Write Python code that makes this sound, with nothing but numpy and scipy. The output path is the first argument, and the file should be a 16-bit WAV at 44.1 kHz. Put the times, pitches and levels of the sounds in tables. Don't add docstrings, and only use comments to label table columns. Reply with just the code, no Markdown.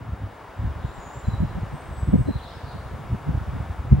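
import sys
import numpy as np
from scipy import signal
from scipy.io import wavfile

SR = 44100
rng = np.random.default_rng(int(sys.argv[2]) if len(sys.argv) > 2 else 0)


def wav_record(signal):
    frames = np.transpose(np.atleast_2d(signal))
    bounded = np.clip(frames, -1, 1)
    quanta = np.round(bounded * 32767).astype(np.int16)
    wavfile.write(sys.argv[1], SR, quanta)


N = 176400
T = np.arange(N) / SR
CUTOFF_HZ = 15900


# peak_s, relative_level_db, pitch_hz, length_s, right_port_lag_s
EDDY_HITS = [(0.095, -26.5, 106.7, 0.054, -0.0001), (0.133, -19.5, 93, 0.015, 0.0003),
             (0.239, -21.5, 98.8, 0.049, -0.0003), (0.599, -21, 95, 0.03, -0.0004),
             (0.624, -20, 110, 0.0073, -0.0002), (0.656, -17, 102.5, 0.04, -0.0009),
             (0.677, -19, 92, 0.013, -0.0003), (0.703, -23.5, 96, 0.0061, -0.0018),
             (0.717, -26, 85, 0.0072, 0.0008), (0.774, -34, 109, 0.012, -0.001),
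             (0.85, -17, 112.6, 0.015, -0.0008), (1.175, -27, 119, 0.022, 0.0005),
             (1.285, -11.5, 107, 0.014, 0.0011), (1.338, -18, 104, 0.028, -0.0009),
             (1.382, -24, 102, 0.0048, 0.0007), (1.405, -11, 121, 0.0038, -0.001),
             (1.43, -11.5, 162, 0.02, -0.0011), (1.518, -43, 110, 0.02, 0.0001),
             (1.579, -20.5, 178, 0.021, 0.0012), (1.629, -20, 96.3, 0.029, 0.0003),
             (1.742, -23.5, 132, 0.027, 0.0013), (2.033, -13, 102, 0.009, 0.0001),
             (2.088, -11, 126, 0.016, -0.0007), (2.14, -2.5, 210, 0.011, -0.0012),
             (2.158, -4, 179, 0.0071, -0.0015), (2.193, -13.5, 126.6, 0.038, -0.0015),
             (2.211, -13.5, 113.2, 0.017, -0.0007), (2.262, -19, 123, 0.0075, -0.0014),
             (2.289, -13.5, 282, 0.016, 0.0012), (2.308, -14, 208, 0.0077, 0.0012),
             (2.359, -16.5, 121, 0.013, -0.0016), (2.752, -24, 139, 0.015, -0.0011),
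             (2.794, -29.5, 96.7, 0.052, -0.0002), (2.923, -31.5, 122, 0.016, 0.0002),
             (2.943, -26.5, 108, 0.03, -0.0011), (3.005, -27.5, 133, 0.032, 0.0005),
             (3.128, -15.5, 112.5, 0.037, -0.0001), (3.141, -21.5, 190, 0.015, -0.0009),
             (3.289, -12.5, 139, 0.02, -0.0011), (3.349, -16.5, 99, 0.021, -0.0005),
             (3.38, -33, 105, 0.0094, -0.0001), (3.418, -22, 92, 0.018, -0.0012),
             (3.493, -21, 110, 0.0068, -0.0016), (3.551, -21.5, 117.4, 0.051, -0.0011),
             (3.63, -24, 96.5, 0.024, -0.0), (3.707, -27, 86, 0.041, -0.0002),
             (3.8, -22, 82, 0.019, -0.0005), (3.927, 1, 124.4, 0.013, 0.0009),
             (3.947, -10, 133, 0.012, 0.0012), (3.985, -14.5, 140, 0.03, 0.0016)]

def buffets(gain_db=-3):
    half = SR // 12
    t = np.arange(-half, half) / SR
    out = np.zeros((2, N + SR))
    for peak_s, level_db, pitch_hz, length_s, lag_s in EDDY_HITS:
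        pressure = from_db(level_db + gain_db) * eddy(t, pitch_hz, length_s)
        left = np.interp(t + lag_s / 2, t, pressure)
        right = np.interp(t - lag_s / 2, t, pressure)
        at = int(peak_s * SR)
        out[:, at:at + 2 * half] += [left, right]
    return out[:, half:half + N]


def eddy(t, pitch_hz, length_s, push_hz=62.8, push_s=0.026, whirl_top_hz=597):
    window = swell(t, length_s)
    wander = unit_rms(band(rng.standard_normal(len(t)), pitch_hz / 5, pitch_hz))
    wander -= np.average(wander, weights=window ** 2)
    turns = np.cumsum(pitch_hz * np.exp(0.29 * wander)) / SR
    phase = rng.random()
    swings = window * np.sin(2 * np.pi * (phase + turns - turns[len(t) // 2]))
    push_gain = from_db(3) * (push_hz / pitch_hz) ** 1.8
    push = push_gain * swell(t, push_s) * np.sin(2 * np.pi * (phase + push_hz * t))
    whirls = band(rng.standard_normal(len(t)), 1.04 * pitch_hz, 2.69 * pitch_hz)
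    whirls = signal.sosfilt(signal.butter(6, whirl_top_hz, fs=SR, output="sos"), whirls)
    whirls = unit_rms(window * whirls) * np.sqrt(np.mean(window ** 2))
    return swings + push + from_db(-16) * whirls


# time_s, relative_level_db
RUMBLE_LEVEL = [(0.0, -29), (0.13, -46), (0.32, -47.5), (0.6, -57), (0.75, -37), (0.95, -45), (1.21, -48),
                (1.41, -23.5), (1.49, -30.5), (1.79, -45), (2.04, -35), (2.19, -28), (2.35, -38.5),
                (2.57, -43), (2.85, -39), (3.19, -41), (3.33, -26), (3.45, -38.5), (3.73, -37), (4.0, -38)]
# frequency_hz, relative_density_db
RUMBLE_SPECTRUM = [(25, -24), (45, 0), (70, 1.5), (105, -1), (160, -9.5), (250, -19.5), (400, -30),
                   (800, -37)]
# frequency_hz, correlation
RUMBLE_CORRELATION = [(50, 1), (100, 0.95), (200, 0.0035), (400, 0.18)]

def rumble(gain_db=2.5, lumps_db=5, lumps_hz=25.5):
    noise = air_noise(RUMBLE_SPECTRUM, RUMBLE_CORRELATION, low_hz=22.46, high_hz=810, bands=10,
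                      flicker_db=0.5, flicker_hz=4.5)
    lumps = from_db(lumps_db * drift(lumps_hz))
    return from_db(gain_db + in_time(RUMBLE_LEVEL)) * unit_rms(noise * lumps)


# time_s, relative_level_db
ROAR_LEVEL = [(0.0, -44), (0.65, -41.5), (0.96, -40.5), (1.85, -40.5), (2.22, -42), (3.12, -41),
              (3.6, -40.5), (4.0, -41.5)]
# frequency_hz, relative_density_db
ROAR_SPECTRUM = [(170, -1), (300, 1.5), (450, 1.5), (650, 2.5), (900, 4), (1200, 0.5), (1700, -5),
                 (2400, -13), (3500, -18), (4800, -27)]
# time_s, relative_level_db
HISS_LEVEL = [(0.0, -72), (0.22, -71.5), (1.15, -67), (2.04, -67.5), (3.72, -67), (4.0, -69)]
# frequency_hz, relative_density_db
HISS_SPECTRUM = [(4800, -8.5), (6500, -9), (9000, -9.5), (12000, -14.5), (15500, -19)]
# frequency_hz, correlation
TREES_CORRELATION = [(150, .7), (380, 0.82), (700, 0.85), (1300, 0.89), (2400, 0.93), (4400, 0.74),
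                     (8000, 0.14), (15000, 0.2)]
# frequency_hz, left_minus_right_db
TREES_BALANCE = [(200, -2), (640, 3.5), (1400, 0.9), (3100, 0.4), (6800, 1.4), (15000, 0)]

def trees(roar_db=-0.5, hiss_db=4, split_hz=4766):
    roar = air_noise(ROAR_SPECTRUM, TREES_CORRELATION, low_hz=153.4, high_hz=split_hz, bands=14,
                     flicker_db=0.61, flicker_hz=2.9, balance=TREES_BALANCE)
    hiss = air_noise(HISS_SPECTRUM, TREES_CORRELATION, low_hz=split_hz, high_hz=CUTOFF_HZ, bands=5,
                     flicker_db=0.5, flicker_hz=9, balance=TREES_BALANCE)
    roar *= from_db(roar_db + in_time(ROAR_LEVEL))
    hiss *= from_db(hiss_db + in_time(HISS_LEVEL))
    return roar + hiss


# start_s, length_s, start_pitch_hz, end_pitch_hz, relative_level_db, warble_depth_hz
BIRD_NOTES = [(0.782, 0.16, 3700, 3830, -57.5, 330), (.85, 0.072, 7050, 7200, -63, 100),
              (.936, 0.059, 7545, 7535, -56, 18), (0.981, 0.14, 6850, 6840, -54.5, 150),
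              (1.1, 0.11, 7270, 7230, -51, 18), (1.126, 0.1, 7080, 6880, -68, 130),
              (1.244, 0.036, 4050, 3934, -51.5, 39), (1.299, .06, 4043, 3850, -50.5, 14),
              (1.463, .04, 3970, 4020, -59, 13), (1.72, 0.16, 8310, 8080, -59, 51),
              (1.904, 0.18, 8030, 7880, -55.5, 25), (2.041, 0.083, 8040, 8080, -58, 140),
              (2.165, 0.077, 8280, 8390, -57.5, 36), (2.259, 0.12, 4040, 4030, -51, 62),
              (2.341, 0.22, 3740, 3610, -50.5, 400), (2.37, .16, 4140, 3960, -58, 87),
              (2.45, 0.16, 5040, 5290, -59, 283), (2.61, .15, 4520, 4580, -58, 140),
              (2.66, 0.094, 4010, 3970, -53, 170)]

def birds(direct_db=-5.5, echo_db=-3.5, wood_t60_s=1):
    song = np.zeros(N)
    warble = drift(rate_hz=150)
    for start_s, length_s, start_hz, end_hz, level_db, depth_hz in BIRD_NOTES:
        on = (T >= start_s) & (T < start_s + length_s)
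        progress = (T[on] - start_s) / length_s
        pitch_hz = start_hz + (end_hz - start_hz) * progress + depth_hz * warble[on]
        envelope = from_db(level_db) * np.sqrt(2 * np.sin(np.pi * progress))
        song[on] += envelope * np.sin(2 * np.pi * np.cumsum(pitch_hz) / SR)
    trunks = rng.standard_normal((2, SR)) * from_db(-60 * T[:SR] / wood_t60_s)
    echo = signal.fftconvolve(song[None], unit_rms(trunks) / np.sqrt(SR), axes=1)[:, :N]
    return from_db(direct_db) * song + from_db(echo_db) * echo


def air_noise(spectrum, correlation, low_hz, high_hz, bands, flicker_db, flicker_hz, balance=None):
    edges = np.geomspace(low_hz, high_hz, bands + 1)
    flip = np.array([[1], [-1]])
    white = rng.standard_normal((2, 2, N))
    out = np.zeros((2, N))
    for k, (low, high) in enumerate(zip(edges, edges[1:])):
        mid, side = band(white[k % 2], low, high)
        centre_hz = np.sqrt(low * high)
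        alike = np.clip(at_hz(correlation, centre_hz), -1, 1)
        stereo = np.sqrt(1 + alike) * mid + np.sqrt(1 - alike) * side * flip
        pan = from_db(flip * at_hz(balance, centre_hz) / 2) if balance else 1
        gain = from_db(at_hz(spectrum, centre_hz) + flicker_db * drift(flicker_hz))
        out += pan * gain * stereo
    return unit_rms(out)


def drift(rate_hz):
    hop, settle = 40, 2000
    pole = np.exp(-2 * np.pi * rate_hz * hop / SR)
    white = rng.standard_normal(N // hop + settle + 2)
    slow = signal.lfilter([1], [1, -2 * pole, pole * pole], white)[settle:]
    return np.interp(np.arange(N) / hop, np.arange(len(slow)), unit_rms(slow))


def swell(t, length_s):
    return 1 / np.cosh(np.clip(2.5 * t / length_s, -20, 20))


def band(x, low_hz, high_hz):
    edges = [max(low_hz, 10), min(high_hz, 0.45 * SR)]
    return signal.sosfilt(signal.butter(2, edges, "band", fs=SR, output="sos"), x)


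def in_time(rows):
    return np.interp(T, *np.transpose(rows))


def at_hz(rows, hz):
    frequencies, values = np.transpose(rows)
    return np.interp(np.log(hz), np.log(frequencies), values)


def from_db(db):
    return 10 ** (np.asarray(db) / 20)


def unit_rms(x):
    return x / np.sqrt(np.mean(x ** 2) + 1e-20)


def scene():
    return trees() + birds() + rumble() + buffets()


def record(dry, low_cut_hz=32, whine_hz=15734, whine_db=-74):
    x = signal.sosfilt(signal.butter(2, low_cut_hz, "high", fs=SR, output="sos"), dry)
    x += from_db(whine_db) * np.sqrt(2) * np.sin(2 * np.pi * whine_hz * T)
    x = x / (1 + x ** 8) ** (1 / 8)
    return signal.sosfilt(signal.ellip(12, 0.1, 80, CUTOFF_HZ, fs=SR, output="sos"), x)


dry = scene()
out = record(dry)
wav_record(out)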